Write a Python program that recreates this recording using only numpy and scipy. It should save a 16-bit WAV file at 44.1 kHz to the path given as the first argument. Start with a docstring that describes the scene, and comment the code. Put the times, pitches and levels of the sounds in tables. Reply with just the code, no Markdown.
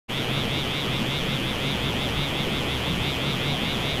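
"""The rumble motor of a handheld game controller buzzes in pulses, about five a second, heard up close.
It speeds up while powered and coasts between pulses. Its off-centre weight hums once a turn,
and its rotor (the spinning part) chatters and rubs in the plastic case.
Behind it are steady room noise, a low hum that swells twice and two soft bumps."""
import sys
import numpy as np
from scipy import signal
from scipy.fft import rfft, irfft
from scipy.io import wavfile
from scipy.ndimage import uniform_filter1d

SR = 44100
rng = np.random.default_rng(int(sys.argv[2]) if len(sys.argv) > 2 else 0)


def store_wav(level_fs):
    """Save 16-bit WAV to argv[1]."""
    pcm = np.round(np.clip(np.atleast_2d(level_fs), -1, 1) * 32767)
    wavfile.write(sys.argv[1], SR, pcm.T.astype(np.int16))


N = 176400
T = np.arange(N) / SR

# When the motor gets power. Each row: switch-on time in seconds, switch-off time in seconds.
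POWER_PULSES = [(0.0701, 0.193), (0.2551, 0.3965), (0.4583, 0.5997), (0.6626, 0.8033), (0.8655, 0.9666),
                (1.0305, 1.1725), (1.2345, 1.3421), (1.4039, 1.5028), (1.5648, 1.7071), (1.7717, 1.8751),
                (1.9365, 2.0401), (2.099, 2.2455), (2.3067, 2.409), (2.4708, 2.5724), (2.6344, 2.736),
                (2.7977, 2.9001), (2.961, 3.1036), (3.1687, 3.3125), (3.373, 3.5175), (3.5769, 3.7216),
                (3.7817, 3.9271), (3.9854, 4.1)]
# The tones in the chatter. Each row: cycles per turn, base level in dB when powered, and when coasting.
CHATTER_TONES = [(9, -54.0, -63.1), (10, -51.5, -57.0), (11, -57.2, -59.5), (13, -51.0, -62.4),
                 (14, -54.2, -53.7), (15, -43.3, -58.4), (16, -45.4, -47.3), (17, -49.3, -48.4),
                 (18, -50.1, -56.1), (19, -44.7, -55.7), (20, -41.2, -51.1), (21, -45.8, -54.5),
                 (22, -46.1, -46.5), (23, -42.3, -50.6), (24, -45.2, -44.3), (25, -37.8, -42.1),
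                 (26, -39.8, -40.7), (27, -41.3, -41.8), (28, -44.2, -47.0), (29, -52.2, -48.6),
                 (30, -60.9, -58.5), (31, -60.0, -61.7), (32, -57.5, -58.2), (33, -54.9, -61.3),
                 (35, -61.8, -68.8), (36, -63.1, -70.5), (37, -62.4, -65.9), (38, -59.5, -66.8),
                 (39, -67.1, -64.0), (40, -68.2, -68.8), (41, -62.9, -67.8), (44, -76.3, -69.9),
                 (46, -70.0, -73.8)]
# Spots where the rotor catches, the main one first. Each row: position in turns, middle and spread
# of its tones in cycles per turn, strength in dB when powered, and when coasting.
CATCH_SPOTS = [(0, 25.8, 2.6, -1, -12), (.05, 16.5, 2.2, -7.5, -12.5), (.23, 20.3, 2, -9.5, -25),
               (.6, 23.5, 2.8, -5, -19), (.5, 15.5, 2, -9, -12.5), (-.08, 35, 3, -30, -21)]
# A lift, while powered, for tones far from those of the main catch. Each row: time in seconds, lift in dB.
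OUTER_TONE_LIFT = [(0, 0), (.6, 1.5), (1.4, 1), (2.2, 1), (2.7, 2), (3.1, 1.5), (4, 1.5)]
# How the plastic case colours the chatter. Each row: frequency in Hz, boost or cut in dB.
CASE_COLOUR = [(1200, 0), (1550, -5), (1900, -3), (2100, 1), (2300, 1), (2450, 1), (2750, -1.2),
               (3000, -.8), (3300, 1.5), (3650, .8), (3900, -1.5), (4250, -3.5), (4450, -.5), (5500, -1.5),
               (5780, 4), (6200, -1)]
# The colour of the rubbing noise. Each row: frequency in Hz, relative level in dB.
RUB_COLOUR = [(1200, -33), (1800, -13), (2150, -5), (2450, 4.5), (2700, -3), (3000, -10), (3400, 2),
              (4100, -6), (4900, -10.5), (5800, -9), (6250, -13), (6650, -12.5), (7500, -25)]
# The colour of the room noise. Each row: frequency in Hz, relative level in dB.
ROOM_COLOUR = [(20, -1.5), (45, -7), (70, -4.5), (110, -2), (170, 0.5), (260, -2), (350, -5.5), (480, -6),
               (600, -9), (850, -11), (1100, -13), (1300, -13.5), (1550, -16), (2200, -17.5), (3200, -17.5),
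               (4300, -25), (6000, -31.5), (6650, -30), (7300, -32.5), (9300, -34), (9950, -32),
               (10700, -34.5), (15000, -36.5)]
# How the low hum swells. Each row: time in seconds, level in dB.
HUM_SWELLS = [(0, -54), (1.4, -54), (1.72, -47), (1.88, -37.5), (2.15, -38.5), (2.32, -47), (2.5, -52),
              (2.68, -37), (2.98, -38), (3.12, -37), (3.28, -49), (4, -62)]
# Soft bumps. Each row: middle time and length in seconds, pitch and pitch spread in Hz, level in dB.
SOFT_BUMPS = [(2.2, 0.068, 42, 30, -32), (2.932, 0.091, 166, 22, -27)]

USUAL_HZ = 130  # the motor's usual speed, in turns per second


def motor():
    """One spinning shaft drives the weight's hum, the rubbing and the chatter, so all keep in step."""
    speed, power = shaft_speed(), powered()
    turns = .085 + np.cumsum(speed) / SR + .0005 * drift(rate_hz=40)  # with a tiny jitter
    return weight_hum(speed, turns) + rubbing(speed, turns, power) + chatter(speed, turns, power)


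def shaft_speed():
    """Turns per second: climbs toward top speed while powered and sinks while coasting."""
    start_hz, top_hz, spin_up_s, coast_s = 98.75, 155.553, .09036, .23339
    speed = np.full(N, start_hz)
    for on, off in POWER_PULSES:
        for start_s, goal_hz, lag_s in (on, top_hz, spin_up_s), (off, 0, coast_s):
            i = min(round(start_s * SR), N - 1)
            speed[i:] = goal_hz + (speed[i] - goal_hz) * np.exp(-T[:N - i] / lag_s)
    return speed


def powered():
    """1 while powered, 0 while coasting; the rotor takes a moment to shift on its shaft in between."""
    shift_s = 0.0044
    switched_on = 1.0 * (sum((T > on) & (T < off) for on, off in POWER_PULSES) > 0)
    keep = np.exp(-1 / (shift_s * SR))
    return signal.lfilter([1 - keep], [1, -keep], switched_on)


def weight_hum(speed, turns):
    """The off-centre weight shakes the case once a turn, much harder as it spins faster."""
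    level_db = -36 + drift(rate_hz=4)
    return np.sqrt(2) * np.cos(2 * np.pi * turns) * (speed / USUAL_HZ) ** 4.4 * amp(level_db)


def chatter(speed, turns, power):
    """The rotor catches at the same spots each turn, so its tones bunch into short bursts."""
    out = np.zeros(N)
    lift_db = np.interp(T, *np.transpose(OUTER_TONE_LIFT)) + 1.6 * 20 * np.log10(speed / USUAL_HZ)
    _, main_middle, main_spread = CATCH_SPOTS[0][:3]
    for per_turn, powered_db, coasting_db in CHATTER_TONES:
        outer = 1 - np.exp(-((per_turn - main_middle) / main_spread) ** 2 / 2)  # 1 far from the main catch
        phase = 2 * np.pi * per_turn * turns
        driven = amp(powered_db + outer * lift_db) * np.cos(phase + catch_phase(per_turn, coasting=False))
        coasting = amp(coasting_db + 2.6) * np.cos(phase + catch_phase(per_turn, coasting=True))
        case_gain = amp(colour_db(CASE_COLOUR, per_turn * speed))
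        out += case_gain * (power * driven + (1 - power) * coasting)
    level_db = 2.2 - 0.23 * drift(rate_hz=30) + 0.04 * (T - T.mean())  # flickers and grows a little
    return out * amp(level_db) * (speed / USUAL_HZ) ** 0.81


def catch_phase(per_turn, coasting):
    """Shifts one tone, in radians, so its peaks lean toward the catches that ring it most."""
    pull = 0
    for position, middle, spread, powered_db, coasting_db in CATCH_SPOTS:
        strength = amp(coasting_db if coasting else powered_db)
        nearness = np.exp(-((per_turn - middle) / spread) ** 2 / 2)
        pull += strength * nearness * np.exp(-2j * np.pi * per_turn * position)
    return np.angle(pull)


def rubbing(speed, turns, power):
    """The rotor rubs with a hiss that gathers at the main catch, loudest when slow or coasting."""
    hiss = noise(lambda hz: amp(colour_db(RUB_COLOUR, hz)))
    at_catch = np.exp(.6 * np.cos(np.pi * turns) ** 2)
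    coasting_gain = amp(4.5 * (1 - power))
    return amp(-42.5) * evened(hiss * at_catch * coasting_gain / (speed / USUAL_HZ) ** 2)


def room():
    """Steady, dull room noise that wavers in faint patches; its lower part slowly grows."""
    hz, times, spectrum = signal.stft(rng.standard_normal(N), SR, nperseg=1024, noverlap=768)
    patches = uniform_filter1d(rng.standard_normal(spectrum.shape), size=10, axis=0)  # blur over pitch
    patches = evened(uniform_filter1d(patches, size=12, axis=1))  # then over time
    growth_db = 0.34 * np.outer(np.exp(-(hz / 2000) ** 2), times - times.mean())
    spectrum *= amp(colour_db(ROOM_COLOUR, hz)[:, None] + 0.99 * patches + growth_db)
    return amp(-28.5) * evened(signal.istft(spectrum, nperseg=1024, noverlap=768)[1][:N])


def low_hum():
    """A low, slightly unsteady tone that swells twice."""
    pitch_hz = 72 + 0.87 * drift(rate_hz=5.6)
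    level_db = np.interp(T, *np.transpose(HUM_SWELLS))
    return np.sqrt(2) * amp(level_db) * np.sin(2 * np.pi * np.cumsum(pitch_hz) / SR)


def bumps():
    """Short, soft swells of deep noise."""
    out = np.zeros(N)
    for middle_s, length_s, pitch_hz, spread_hz, level_db in SOFT_BUMPS:
        swell = np.exp(-(2 * (T - middle_s) / length_s) ** 2)
        bump = swell * noise(lambda hz: np.exp(-((hz - pitch_hz) / spread_hz) ** 2))
        out += amp(level_db) * bump * np.linalg.norm(swell) / np.linalg.norm(bump)
    return out


def amp(db):
    """Turns decibels into a number to multiply by."""
    return 10 ** (db / 20)


def evened(x):
    """Scales a signal so its typical size (rms) is 1."""
    return x / np.sqrt(np.mean(x ** 2) + 1e-20)


def colour_db(table, hz):
    """Looks up a level in dB, sliding between the table's rows by musical pitch."""
    row_hz, row_db = np.transpose(table)
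    return np.interp(np.log(hz + 1), np.log(row_hz + 1), row_db)


def noise(shape):
    """Noise of typical size 1; shape(hz) says how strong each frequency is."""
    return evened(irfft(rfft(rng.standard_normal(N)) * shape(np.fft.rfftfreq(N, 1 / SR)), N))


def drift(rate_hz):
    """A smooth random wobble, mostly slower than rate_hz."""
    return noise(lambda hz: np.exp(-(hz / rate_hz) ** 2))


def scene():
    """The motor and its background, the same in both channels."""
    return np.tile(motor() + room() + low_hum() + bumps(), (2, 1))


def record(dry):
    """Fades the sound in quickly and cuts off the highest treble."""
    silent_s, fade_s, cutoff_hz = 0.08, 0.026, 15100
    fade_in = np.sin(np.pi / 2 * np.clip((T - silent_s) / fade_s, 0, 1)) ** 2
    treble_cut = signal.firwin(511, cutoff_hz, window=("kaiser", 9), fs=SR)
    return signal.oaconvolve(dry * fade_in, treble_cut[None], "same")


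dry = scene()
out = record(dry)
store_wav(out)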